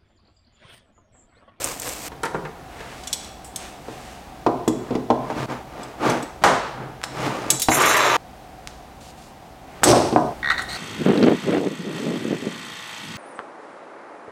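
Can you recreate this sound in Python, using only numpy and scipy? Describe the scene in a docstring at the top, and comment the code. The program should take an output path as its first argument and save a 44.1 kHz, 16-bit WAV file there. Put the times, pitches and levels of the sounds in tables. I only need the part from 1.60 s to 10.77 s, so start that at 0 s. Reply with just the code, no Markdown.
"""Pliers on a stuck paint can lid

A brush sweeps over a board in a thin plastic glove; then pliers are taken off a workshop wall.
Jaws clink, scrape and snap off the rim, the can knocks on the wooden bench, the pliers clatter down and slide.
After a last hard slip the can skids and thumps, and something creaks and squeaks.
Blows are ringing modes plus short noise; rubbing is many tiny slips; ventilation is coloured noise."""
import sys
import numpy as np
from scipy import signal
from scipy.fft import rfft, irfft, next_fast_len
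from scipy.io import wavfile

SR = 44100
rng = np.random.default_rng(int(sys.argv[2]) if len(sys.argv) > 2 else 0)


def unload_wav(signal):
    """Save mono or channel-first audio to the path in sys.argv[1] as 16-bit WAV at rate SR, clipped to [-1, 1]."""
    wavfile.write(
        sys.argv[1],
        SR,
        np.round(np.clip(np.atleast_2d(signal).T, -1, 1) * 32767).astype(np.int16),
    )


N = 404397   # samples in the scene
TIME = np.arange(N) / SR
AGE = TIME[:SR]   # the first second after a blow [s]


def amp(db):
    """Turn decibels into gain."""
    return 10 ** (np.asarray(db) / 20)


def rms_one(x):
    """Scale a steady sound to unit rms."""
    return x / np.sqrt(np.mean(x ** 2) + 1e-20)


def attack_one(x):
    """Scale a blow to unit rms over its first fiftieth of a second."""
    return x / np.sqrt(np.mean(x[:SR // 50] ** 2) + 1e-20)


def at_hz(points, hz):
    """Read a table of (frequency, value) on a log-frequency axis."""
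    table_hz, value = np.transpose(points)
    return np.interp(np.log(np.maximum(hz, 1)), np.log(table_hz), value)


def cut(x, hz, kind, order=2):
    """Butterworth filter: keep the low, the high or a band of the sound."""
    sections = signal.butter(order, np.clip(hz, 10, .45 * SR), kind, fs=SR, output="sos")
    return signal.sosfilt(sections, x + 1e-18)


def peak(x, hz, q):
    """Pass the sound through one resonance; a low q makes it broad."""
    b, a = signal.iirpeak(min(hz, SR / 3), max(q, .8), fs=SR)
    return signal.lfilter(b, a, x + 1e-18)


def colour(x, spectrum):
    """Give a sound a spectrum, read from a table of (frequency [Hz], level [dB])."""
    size = 2 * len(x)   # zero padding keeps the end from wrapping round to the start
    hz = np.arange(len(x) + 1) * SR / size
    return irfft(rfft(x, size) * amp(at_hz(spectrum, hz)))[:len(x)]


def burst(t60):
    """Noise that dies away: a crack, or modes too dense to tell apart."""
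    age = AGE[AGE < 2 * max(t60, 1e-3)]
    noise = rng.standard_normal(SR)[:len(age)]
    return np.pad(noise * amp(-60 * age / t60), (0, SR - len(age)))


MODE_SPREAD_DB = 2.5   # how much each mode varies from blow to blow


def ring(modes):
    """Struck modes: decaying sines, each with a new strength and sign at every blow."""
    hz, db, t60 = np.transpose(modes)[:, :, None]
    age = AGE[:int(SR * t60.max()) + 2]
    strength = amp(db + MODE_SPREAD_DB * rng.standard_normal(db.shape))
    strength = strength * rng.choice([-1, 1], db.shape)
    decay = np.exp(-np.log(1000) * age / t60)
    sound = (strength * decay * np.sin(2 * np.pi * hz * age)).sum(0)
    return np.pad(sound, (0, SR - len(age)))


# how long the workshop echoes: (frequency [Hz], t60 [s])
ROOM_T60 = [(100, 0.66), (500, 0.59), (1500, 0.76), (4000, 0.86), (8000, 0.46), (15000, 0.39)]
# colour of that echo: (frequency [Hz], level [dB])
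ROOM_COLOUR = [(60, 0), (130, 10), (400, 6), (1000, 3.5), (2500, -4.5), (6000, 1.5), (9000, -0.5),
               (15000, -5)]


def workshop():
    """Echo of the room: noise bands that build up in milliseconds, the top ones dying soonest."""
    edges = np.geomspace(50, 18000, 10)
    tail = np.zeros(SR)
    for low, high in zip(edges, edges[1:]):
        band = cut(rng.standard_normal(SR), [low, high], "band")
        tail += band * amp(-60 * AGE / at_hz(ROOM_T60, np.sqrt(low * high)))
    return colour(rms_one(tail) / np.sqrt(SR), ROOM_COLOUR) * (1 - np.exp(-AGE / 0.0031))


def in_room(x, room, room_db):
    """Direct sound plus its echo."""
    echo = signal.oaconvolve(x[:SR // 3], room)[:len(x)]
    return x + amp(room_db) * echo


# moments at which all ringing stops short: time [s]
STOPS = [0.485, 3.86, 6.567, 8.735]


def add(out, s, sound):
    """Place a sound at a time; it lasts until the next stop at most."""
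    start = max(round(s * SR), 0)
    next_stops = [round(stop * SR) for stop in STOPS if stop > s]
    end = min([start + len(sound), N] + next_stops)
    out[start:end] += sound[:end - start]


SWELL_POWER = 1.63   # a stroke gathers strength as this power of time


def envelope(swell, hold, t60):
    """Age and gain of one stroke: it swells, holds and dies away."""
    age = np.arange(int(SR * (swell + hold + t60)) + 2) / SR
    rise = np.minimum(age / swell, 1) ** SWELL_POWER
    return age, rise * amp(-60 * np.maximum(age - swell - hold, 0) / t60)


def grains(size, per_s, spread_db):
    """Tiny slips at random moments, of uneven strength."""
    strength = amp(spread_db * np.minimum(rng.exponential(1, size), 4)) * rng.choice([-1, 1], size)
    return strength * (rng.random(size) < per_s / SR)


def strokes(rows, response, per_s, spread_db, echo_db, dulling_db_per_s=0, split_hz=2500):
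    """Friction: slips and steady noise excite a response; body and hiss follow each stroke."""
    out, size = np.zeros(N), SR + len(response) - 1
    for s, swell, hold, t60, body_db, hiss_db in rows:
        age, gain = (values[:SR] for values in envelope(swell, hold, t60))
        # the noise is the smooth echo of the slips
        force = rms_one(grains(size, per_s, spread_db)) + amp(echo_db) * rng.standard_normal(size)
        rub = signal.fftconvolve(force, response, "valid")
        body = rms_one(cut(rub, split_hz, "low", order=4))[:len(age)]
        hiss = rms_one(cut(rub, split_hz, "high", order=4))[:len(age)]
        sinking_db = hiss_db - dulling_db_per_s * age
        add(out, s, gain * (body * amp(body_db) + hiss * amp(sinking_db)))
    return out


# resonances of the can on the bench: (frequency [Hz], level [dB], t60 [s])
BENCH = [(128.2, 7.5, 0.3), (244.2, 2.5, 0.31), (303.2, 0, 0.19), (365, 0.5, 0.22), (431, 0, 0.19),
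         (483, -8, 0.21), (614, -5, 0.11), (710, -5, 0.166), (857, -5, 0.086), (920, -4.5, 0.2),
         (1018, -8, 0.44), (1042, -3, 0.34), (1186, -3, 0.071), (1390, -21, 0.225), (1490, -17, .15)]


def surface(spectrum, bench_db):
    """Response to one tiny slip: a click, lifted at the resonances of the can on the bench."""
    click = signal.unit_impulse(SR // 4, SR // 100)
    bench = np.zeros(len(click))
    for hz, db, t60 in BENCH:
        bench += amp(db) * peak(click, hz, q=hz * t60 * np.pi / np.log(1000))
    return colour(click + amp(bench_db) * bench, spectrum)


# colour of the room air: (frequency [Hz], level [dB])
AIR_COLOUR = [(15, -26.5), (25, -11), (64, 0.5), (97, -11), (120, -4.5), (185, -7), (223, -7), (285, -7.5),
              (463, -13), (516, -11.5), (560, -11.5), (695, -16), (1070, -17), (13600, -38.5), (16000, -39)]
# course of the room air, before the trim below: (time [s], level [dB])
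AIR = [(0, -38.5), (2.8, -37.5), (6.5, -40.5), (6.8, -39.5), (8.0, -40.5), (9.17, -32.5)]
AIR_TRIM_DB = -4.5


def air():
    """Ventilation: coloured noise with one soft duct resonance, at a slowly changing level."""
    white = rng.standard_normal(next_fast_len(N))
    hum = rms_one(peak(white, 742, q=8))
    blend = (rms_one(colour(white, AIR_COLOUR)) + amp(-4) * hum)[:N]
    return blend * amp(np.interp(TIME, *np.transpose(AIR)) + AIR_TRIM_DB)


# colour of the bristles: (frequency [Hz], level [dB])
BRUSH_COLOUR = [(59, -39), (100, 1), (215, -19), (283, 1.5), (365, -6), (502, 2.5), (818, -7.5), (991, -3),
                (3620, -17), (8110, -11.5), (10900, -22), (13200, -17), (16000, -28)]
# sweeps of the brush: (time [s], swell [s], hold [s], fade t60 [s], body [dB], hiss [dB])
BRUSH_SWEEPS = [(0.0, 0.0018, .11, .4, -34, -32.5), (0.13, 0.13, .03, 1.1, -36, -33),
                (0.37, 0.085, .02, .5, -39, -36)]


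def brush():
    """Bristles catch and slip on the board."""
    return strokes(BRUSH_SWEEPS, surface(BRUSH_COLOUR, -17), per_s=1200, spread_db=4.5, echo_db=1)


# the loudest crinkles of a thin plastic glove: (time [s], peak level [dB])
CRINKLES = [(0.0436, -1.5), (0.048, -13), (0.1987, -13), (0.2198, -12), (0.2844, -19), (0.2912, -13)]
# fainter ones fall at random while the brush moves: for how long, their middle level and its spread
BRUSHING_S, CRINKLE_DB, CRINKLE_SPREAD_DB = .36, -21.5, 2.5


def glove(room, count=8):
    """Creases of the plastic flip with very short, bright snaps."""
    out = np.zeros(N)
    faint = []
    for _ in range(count):
        faint.append((BRUSHING_S * rng.random(), CRINKLE_DB + CRINKLE_SPREAD_DB * rng.standard_normal()))
    for s, db in CRINKLES + faint:
        snap = peak(burst(0.0035), 7700, q=2.7)
        add(out, s, amp(db) * in_room(snap / np.abs(snap).max(), room, -17))
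    return out


# modes of the tool board: (frequency [Hz], level [dB], t60 [s])
BOARD = [(154, -3.5, 0.27), (251, -10.5, 0.17), (372, -3.5, 0.13), (448, 1, 0.09), (928, 3, 0.068),
         (1038, -10, 0.089), (1410, -2, 0.1), (1610, -2, 0.05), (1760, 0, 0.085), (2000, -12, 0.045)]
# tools bump the wall: (time [s], level [dB], brightest frequency [Hz], tick [dB])
BUMPS = [(0.518, -37.5, 1500, -10), (0.633, -22.5, 1980, -8), (0.655, -26.5, 1790, -5),
         (0.7447, -21.5, 1150, -19), (0.851, -31.5, 3500, -11.5), (1.204, -36, 1800, -5)]


def bumps(room):
    """A hanging tool swings against the board: a tick, and the board's modes up to what the contact reaches."""
    out = np.zeros(N)
    for s, db, hz, tick_db in BUMPS:
        tick = attack_one(cut(cut(burst(0.074), 1800, "low", order=1), 6500, "low"))
        dense = attack_one(cut(burst(0.12), 2040, "low", order=4))
        board = attack_one(ring(BOARD)) + amp(-0.5) * dense
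        reached = cut(cut(board, hz, "low"), 0.17 * hz, "high", order=1)
        blow = attack_one(reached) * (1 - np.exp(-AGE / 0.0011))
        add(out, s, amp(db) * in_room(blow + amp(tick_db) * tick, room, -9))
    return out


# modes of the pliers gripped shut, ringing as one piece: (frequency [Hz], level [dB])
GRIPPED = [(2300, -17), (3000, -8), (3413, 1), (3915, -4), (5566, -4), (6374, -5), (6821, -13), (7100, -3),
           (7402, -5), (7900, 1), (8150, -7), (8500, -2), (8979, -11), (9685, -26.5), (10440, -11),
           (11200, -12), (12200, -13), (13090, -7), (13900, -12)]
# modes of the pliers lying loose: (frequency [Hz], level [dB])
STEEL = [(3467, -48), (3585, -44), (3903, -40), (4237, -51), (5572, -43), (6153, -44), (6428, -45),
         (6901, -43), (7526, -41), (8204, -57), (8969, -43), (9345, -50), (9803, -50), (10444, -49),
         (10648, -45), (11429, -49), (12360, -50), (13081, -47), (13814, -47), (14013, -52), (14664, -65),
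         (15084, -55)]
# steel touches: (time [s], level [dB], brightest note [Hz], ring t60 [s])
CLINKS = [(0.633, -36.5, 10000, 0.019), (0.652, -40, 9100, 0.035), (1.436, -43, 4860, .04),
          (1.473, -31.5, 5660, 0.042), (1.529, -21.5, 5660, 0.03), (1.646, -42.5, 4000, 0.02),
          (1.845, -42, 8760, 0.25), (1.96, -29, 8250, 0.028), (3.079, -29.5, 7200, 0.023),
          (4.232, -42, 5060, 0.034), (4.499, -31, 6050, 0.042), (4.627, -39.5, 8470, 0.035),
          (5.438, -30, 5320, 0.014), (5.903, -12.5, 7800, 0.038), (5.997, -26.5, 9500, 0.056),
          (6.019, -19, 10200, 0.12), (6.203, -27, 8000, 0.19), (6.219, -24.5, 7100, 0.12),
          (6.368, -26.5, 9000, 0.13), (8.239, -14, 8340, 0.036), (9.02, -40, 9400, .04)]
LET_GO_S, PICKED_UP_S = 5.95, 6.6   # the pliers lie loose between these times
JAW_RING_DB, BOUNCE_DB, CLINK_ROOM_DB = -5.5, -7.5, -9


def clinks(room):
    """Steel on steel: a tick, a bounce and ringing modes; in the hand the jaws add a note set by their opening."""
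    out = np.zeros(N)
    for s, db, hz, t60 in CLINKS:
        loose = LET_GO_S < s < PICKED_UP_S
        modes = STEEL if loose else GRIPPED
        steel = attack_one(ring([(mode_hz, level, t60) for mode_hz, level in modes]))
        crack = burst(0.067) + 1.8 * burst(0.0016)
        tick = attack_one(cut(cut(crack, 1300, "high"), 10800, "low"))
        if loose:
            contact = steel + amp(0.5) * tick
        else:
            jaws = attack_one(peak(peak(burst(t60), hz, q=15), hz, q=15))
            contact = steel + amp(-3) * tick + amp(JAW_RING_DB) * jaws
        delay = int(SR * rng.uniform(.002, .006))
        bounce = amp(BOUNCE_DB) * np.pad(contact, (delay, 0))[:SR]
        clink = attack_one(peak(contact + bounce, hz, q=0.8))
        add(out, s, amp(db) * in_room(clink, room, CLINK_ROOM_DB))
    return out


# colour of the cloth: (frequency [Hz], level [dB])
SLEEVE_COLOUR = [(59, -26), (100, -4), (177, -33), (266, -6), (322, -18), (373, -6), (991, -5.5),
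                 (8110, -12), (16000, -30)]
# rustles of the sleeves: (time [s], swell [s], hold [s], fade t60 [s], body [dB], hiss [dB])
RUSTLES = [(0.97, 0.23, .13, 0.45, -41.5, -50.5), (1.22, .16, .3, 0.37, -49, -49),
           (1.93, 0.077, 0.038, .6, -42.5, -44), (2.15, 0.16, .2, 0.93, -47.5, -49.5),
           (7.40, 0.011, 0.098, .12, -81, -49.5), (7.53, .05, 0.096, .3, -76, -53.5),
           (7.98, 0.19, .03, .1, -46, -60)]


def sleeves():
    """Cloth rubs in a dense crowd of very uneven slips."""
    return strokes(RUSTLES, surface(SLEEVE_COLOUR, -1.6), per_s=2000, spread_db=7.5, echo_db=7.0)


def thud(hz, q, push_db, dense_db, dense_t60, top_hz):
    """A short push, then can and bench ring together; the contact picks out the range around one pitch."""
    push = attack_one(cut(signal.unit_impulse(SR), top_hz, "low", order=4))
    dense = attack_one(cut(burst(dense_t60), top_hz, "low", order=4))
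    modes = attack_one(ring(BENCH) * amp(-60 * AGE / 0.21))   # the hand damps the can
    wood = modes + amp(push_db) * push + amp(dense_db) * dense
    return attack_one(cut(peak(wood, hz, q), 133, "high"))


# can and pliers knock on the bench: (time [s], level [dB], centre of the thud [Hz], tick [dB])
KNOCKS = [(2.283, -33, 504, -14), (2.864, -12.5, 600, -18), (3.077, -16.5, 317, -13.5),
          (3.307, -21.5, 320, -18.5), (3.352, -21, 397, -12), (3.502, -13, 645, -16),
          (3.701, -26, 740, -12), (3.765, -28, 175, -28.5), (6.085, -15.5, 706, -3),
          (6.117, -20, 2270, -11), (6.237, -20, 2300, -19), (6.344, -19.5, 2080, -17),
          (7.412, -45.5, 156, -13), (8.329, -12, 630, -35), (8.526, -18.5, 347, -18),
          (8.561, -10, 760, -45)]
KNOCK_ROOM_DB, REBOUND_DB = -9.5, -12.5
BOOM_HZ, BOOM_DB = 325, -6   # the can's own drum note sounds under every knock
HARD_LOSS_DB_PER_OCTAVE = 8   # hard contacts, centred above 700 Hz, stir that note less


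def knocks(room):
    """The can rocks and the pliers bounce: a thud with a dry tick and a drum note; the thud rebounds softly."""
    out = np.zeros(N)
    low_modes = [mode for mode in BENCH if mode[0] < 340]
    for s, db, hz, tick_db in KNOCKS:
        tick = attack_one(cut(cut(burst(0.053), 1530, "low", order=1), 5600, "low"))
        blow = thud(hz, q=1.86, push_db=-5, dense_db=-2.5, dense_t60=0.094, top_hz=800 + 0.65 * hz)
        boom = attack_one(peak(ring(low_modes), BOOM_HZ, q=4.6) * amp(-60 * AGE / 0.24))
        boom_db = BOOM_DB - HARD_LOSS_DB_PER_OCTAVE * max(np.log2(hz / 700), 0)
        delay = int(SR * rng.uniform(.012, .024))
        rebound = amp(REBOUND_DB) * np.pad(blow, (delay, 0))[:SR]
        knock = blow + rebound + amp(tick_db) * tick + amp(boom_db) * boom
        add(out, s, amp(db) * in_room(knock, room, KNOCK_ROOM_DB))
    return out


# colour of steel on the tin: (frequency [Hz], level [dB])
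SCRAPE_COLOUR = [(47, -61), (80, -25), (130, -2.5), (271, -8), (309, -3), (346, -7.5), (563, -7),
                 (896, -7.5), (980, -10.5), (1200, -11), (3170, -31), (6740, -38), (16000, -56)]


def tin():
    """Response of the can to one tiny slip."""
    return surface(SCRAPE_COLOUR, 0.87)


# scrapes of the jaws on the rim: (time [s], swell [s], hold [s], fade t60 [s], body [dB], hiss [dB])
SCRAPES = [(3.12, 0.2, .02, .35, -35, -52), (3.53, 0.18, .02, .35, -32.5, -46.5),
           (3.72, 0.062, 0.023, 1, -27.5, -38.5), (4.812, 0.0099, 0.0088, 0.025, -30, -43),
           (5.08, 0.13, 0.0072, .8, -32, -63), (5.44, 0.22, .01, .55, -23, -33),
           (5.62, 0.14, 0.17, .35, -28.5, -42), (8.216, 0.0038, 0.016, .03, -33.5, -48)]


def scraping_jaws():
    """The jaws catch and slip along the rim."""
    return strokes(SCRAPES, tin(), per_s=1000, spread_db=3.0, echo_db=2)


# the can is dragged round: (time [s], swell [s], hold [s], fade t60 [s], body [dB], hiss [dB])
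TURNS = [(3.87, 0.034, 0.018, 0.38, -27, -41.5), (3.99, 0.22, .01, 1, -34.5, -48),
         (4.37, 0.091, 0.038, 0.58, -17, -32)]
HELD_CUT_HZ = 183   # the hand stills the can's lowest modes


def turning_can():
    """The can, held down by a hand, catches and slips as it is dragged round on the bench."""
    return strokes(TURNS, cut(tin(), HELD_CUT_HZ, "high"), per_s=1000, spread_db=3.0, echo_db=3.5)


# the rim clicks under load, or the jaws snap off it:
# (time [s], level [dB], centre of the lid's pop [Hz], crack [dB], room [dB])
SNAPS = [(4.838, -9.5, 905, -9.5, 1.5), (5.416, -43, 1500, -7, -14), (5.433, -39, 1500, -3, -5),
         (5.439, -28.5, 1240, -11, -10), (7.074, -51, 2500, 15, -11), (8.2342, -13, 1070, -1, -9.5)]


def snaps(room):
    """The rim springs free: one sharp pulse, a pop of the lid with a bright crack, fills the room."""
    out, pulse = np.zeros(N), signal.unit_impulse(SR)
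    for s, db, hz, crack_db, room_db in SNAPS:
        spring = pulse + amp(-20 + room_db) * burst(0.035)   # the bench scatters part of it at once
        wet = spring + amp(room_db + 3) * signal.fftconvolve(pulse, room)[:SR]
        crack = attack_one(cut(cut(wet, 6000, "low"), 950, "high", order=1))
        pop = attack_one(cut(peak(wet, hz, q=0.65), 3550, "low"))
        add(out, s, amp(db) * (pop + amp(crack_db) * crack))
    return out


# colour of the pliers on the bench: (frequency [Hz], level [dB])
SLIDE_COLOUR = [(59, -48), (100, -19.5), (266, -20), (302, -8.5), (608, -5), (768, -7.5), (1030, -2),
                (4020, -12.5), (5080, -14), (6700, -13), (7940, -23), (13500, -24), (16000, -46)]
# the pliers slide: (time [s], swell [s], hold [s], fade t60 [s], body [dB], hiss [dB])
SLIDES = [(6.075, 0.12, 0.56, .1, -17, -31)]


def sliding_pliers():
    """The pliers slide over the bench in fewer, almost equal slips."""
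    return strokes(SLIDES, surface(SLIDE_COLOUR, 3.8), per_s=350, spread_db=0.5, echo_db=2.0)


# the sliding pliers sing in bouts:
# (time [s], swell [s], hold [s], fade t60 [s], lower modes [dB], upper modes at the start [dB])
CHATTERS = [(6.08, 0.066, 0.043, 0.32, -49, -15), (6.24, 0.022, .3, .1, -31, -22)]
SETTLING_DB_PER_S = 90   # the upper modes drop out as the steel settles


def singing_steel():
    """The loose pliers chatter as they slide, which keeps all their modes ringing."""
    steel = ring([(hz, db, .13) for hz, db in STEEL])
    return strokes(CHATTERS, steel, per_s=170, spread_db=1.0, echo_db=-6,
                   dulling_db_per_s=SETTLING_DB_PER_S, split_hz=6100)


# colour of the skidding can: (frequency [Hz], level [dB])
SKID_COLOUR = [(35, -29), (60, -15), (118, -6), (274, -10.5), (354, 1), (503, -7.5), (593, -1), (651, -7),
               (767, -6.5), (1820, -27), (3190, -28), (5720, -20.5), (7060, -31), (8320, -26), (16000, -54)]
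# the can skids, then runs out: (time [s], swell [s], hold [s], fade t60 [s], body [dB], hiss [dB])
SKIDS = [(8.235, .04, 0.044, 0.091, -12, -20.5), (8.31, 0.044, 0.011, 0.73, -14, -28.5)]


def skidding_can():
    """The can slides over the bench in a dense run of slips."""
    return strokes(SKIDS, surface(SKID_COLOUR, -1.3), per_s=1900, spread_db=4.0, echo_db=3)


# resonances of what creaks: (frequency [Hz], level [dB], t60 [s])
CREAKER = [(1150, -7.5, 0.0098), (1510, 0, 0.013), (1700, -6, .012), (1890, -1, 0.03), (2180, -14.5, 0.025),
           (3630, -6.5, 0.012), (3850, -2.5, 0.0058), (4280, -5.5, 0.0069), (5750, -21, 0.013),
           (6730, -21, .006), (8240, -20.5, 0.014), (9050, -28, 0.0076), (12100, -31, 0.0065)]
# creaks, each a run of slips:
# (time [s], length [s], first slip [dB], last slip [dB], sharpness of the first [Hz])
CREAKS = [(8.830, .078, -15, -7, 1790), (8.980, .024, -13, -16, 3800)]
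SLIP_GAP_S = .0142
SHARPER_HZ_PER_DB = 170   # a harder slip is also sharper


def creak(room):
    """Stick and slip: separate slips in a run each ring a few modes."""
    out = np.zeros(N)
    for start, length, first_db, last_db, first_hz in CREAKS:
        times = np.arange(start, start + length, SLIP_GAP_S)
        levels = np.linspace(first_db, last_db, len(times))
        for s, db in zip(times, levels):
            hz = max(first_hz + SHARPER_HZ_PER_DB * (db - first_db), 500)
            swell = 1 - np.exp(-AGE * hz / 4)   # soft slips swell more slowly
            slip = cut(ring(CREAKER), 2.2 * hz, "low") * swell
            jitter = rng.uniform(-1, 1) * SLIP_GAP_S / 20
            add(out, s + jitter, amp(db) * in_room(slip / np.abs(slip).max(), room, -7.5))
    return out


# the creak runs on in squeaks:
# (time [s], swell [s], hold [s], fade t60 [s], low resonances [dB], high resonances [dB])
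SQUEAKS = [(8.898, 0.0021, .004, .2, -18.5, -32), (8.975, 0.0064, .005, .25, -28.5, -33.5),
           (9.07, 0.03, .07, .1, -39, -34.5)]


def squeaks():
    """The slips crowd into rough squeaks, which damp the creaking modes."""
    pulse = signal.unit_impulse(SR // 20)
    damped = np.zeros(len(pulse))
    for k, (hz, db, t60) in enumerate(CREAKER):
        # alternating signs; this q is under half that of the free ring
        damped += (-1) ** k * amp(db) * peak(pulse, hz, q=hz * t60 * 0.2)
    return strokes(SQUEAKS, damped, per_s=1500, spread_db=3.5, echo_db=-2)


# the last squeak rises to a rough squeal
SQUEAL_AT_S, SQUEAL_SWELL_S, SQUEAL_DB = 9.078, 0.017, -35.5
SQUEAL_HZ, SQUEAL_RISE_HZ_PER_S = 4100, 4600


def squeal():
    """Slips so fast that they fuse into an unsteady, rising tone with a weak octave."""
    out = np.zeros(N)
    age, gain = envelope(SQUEAL_SWELL_S, hold=.08, t60=.05)
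    wobble, flutter = (rms_one(cut(rng.standard_normal(SR), 400, "low"))[:len(age)] for _ in range(2))
    pitch = (SQUEAL_HZ + SQUEAL_RISE_HZ_PER_S * age) * (1 + 0.034 * wobble)
    phase = 2 * np.pi * np.cumsum(pitch) / SR
    tone = np.sin(phase) + amp(-10) * np.sin(2 * phase)
    add(out, SQUEAL_AT_S, gain * amp(SQUEAL_DB + 3.3 * flutter) * tone)
    return out


def scene():
    """Add up all sources; blows, crinkles and creaks share one room echo."""
    room = workshop()
    blows = bumps(room) + clinks(room) + knocks(room) + snaps(room)
    rubbing = brush() + sleeves() + scraping_jaws() + turning_can() + sliding_pliers() + skidding_can()
    creaking = creak(room) + squeaks() + squeal()
    return (air() + glove(room) + blows + rubbing + singing_steel() + creaking)[None]


CUTOFF_HZ = 16000


def record(dry):
    """The loudest peaks are rounded, the top is cut."""
    rounded = 1.053 * np.tanh(dry / 1.102)
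    return signal.sosfilt(signal.ellip(10, .2, 70, CUTOFF_HZ, fs=SR, output="sos"), rounded)


dry = scene()
out = record(dry)
unload_wav(out)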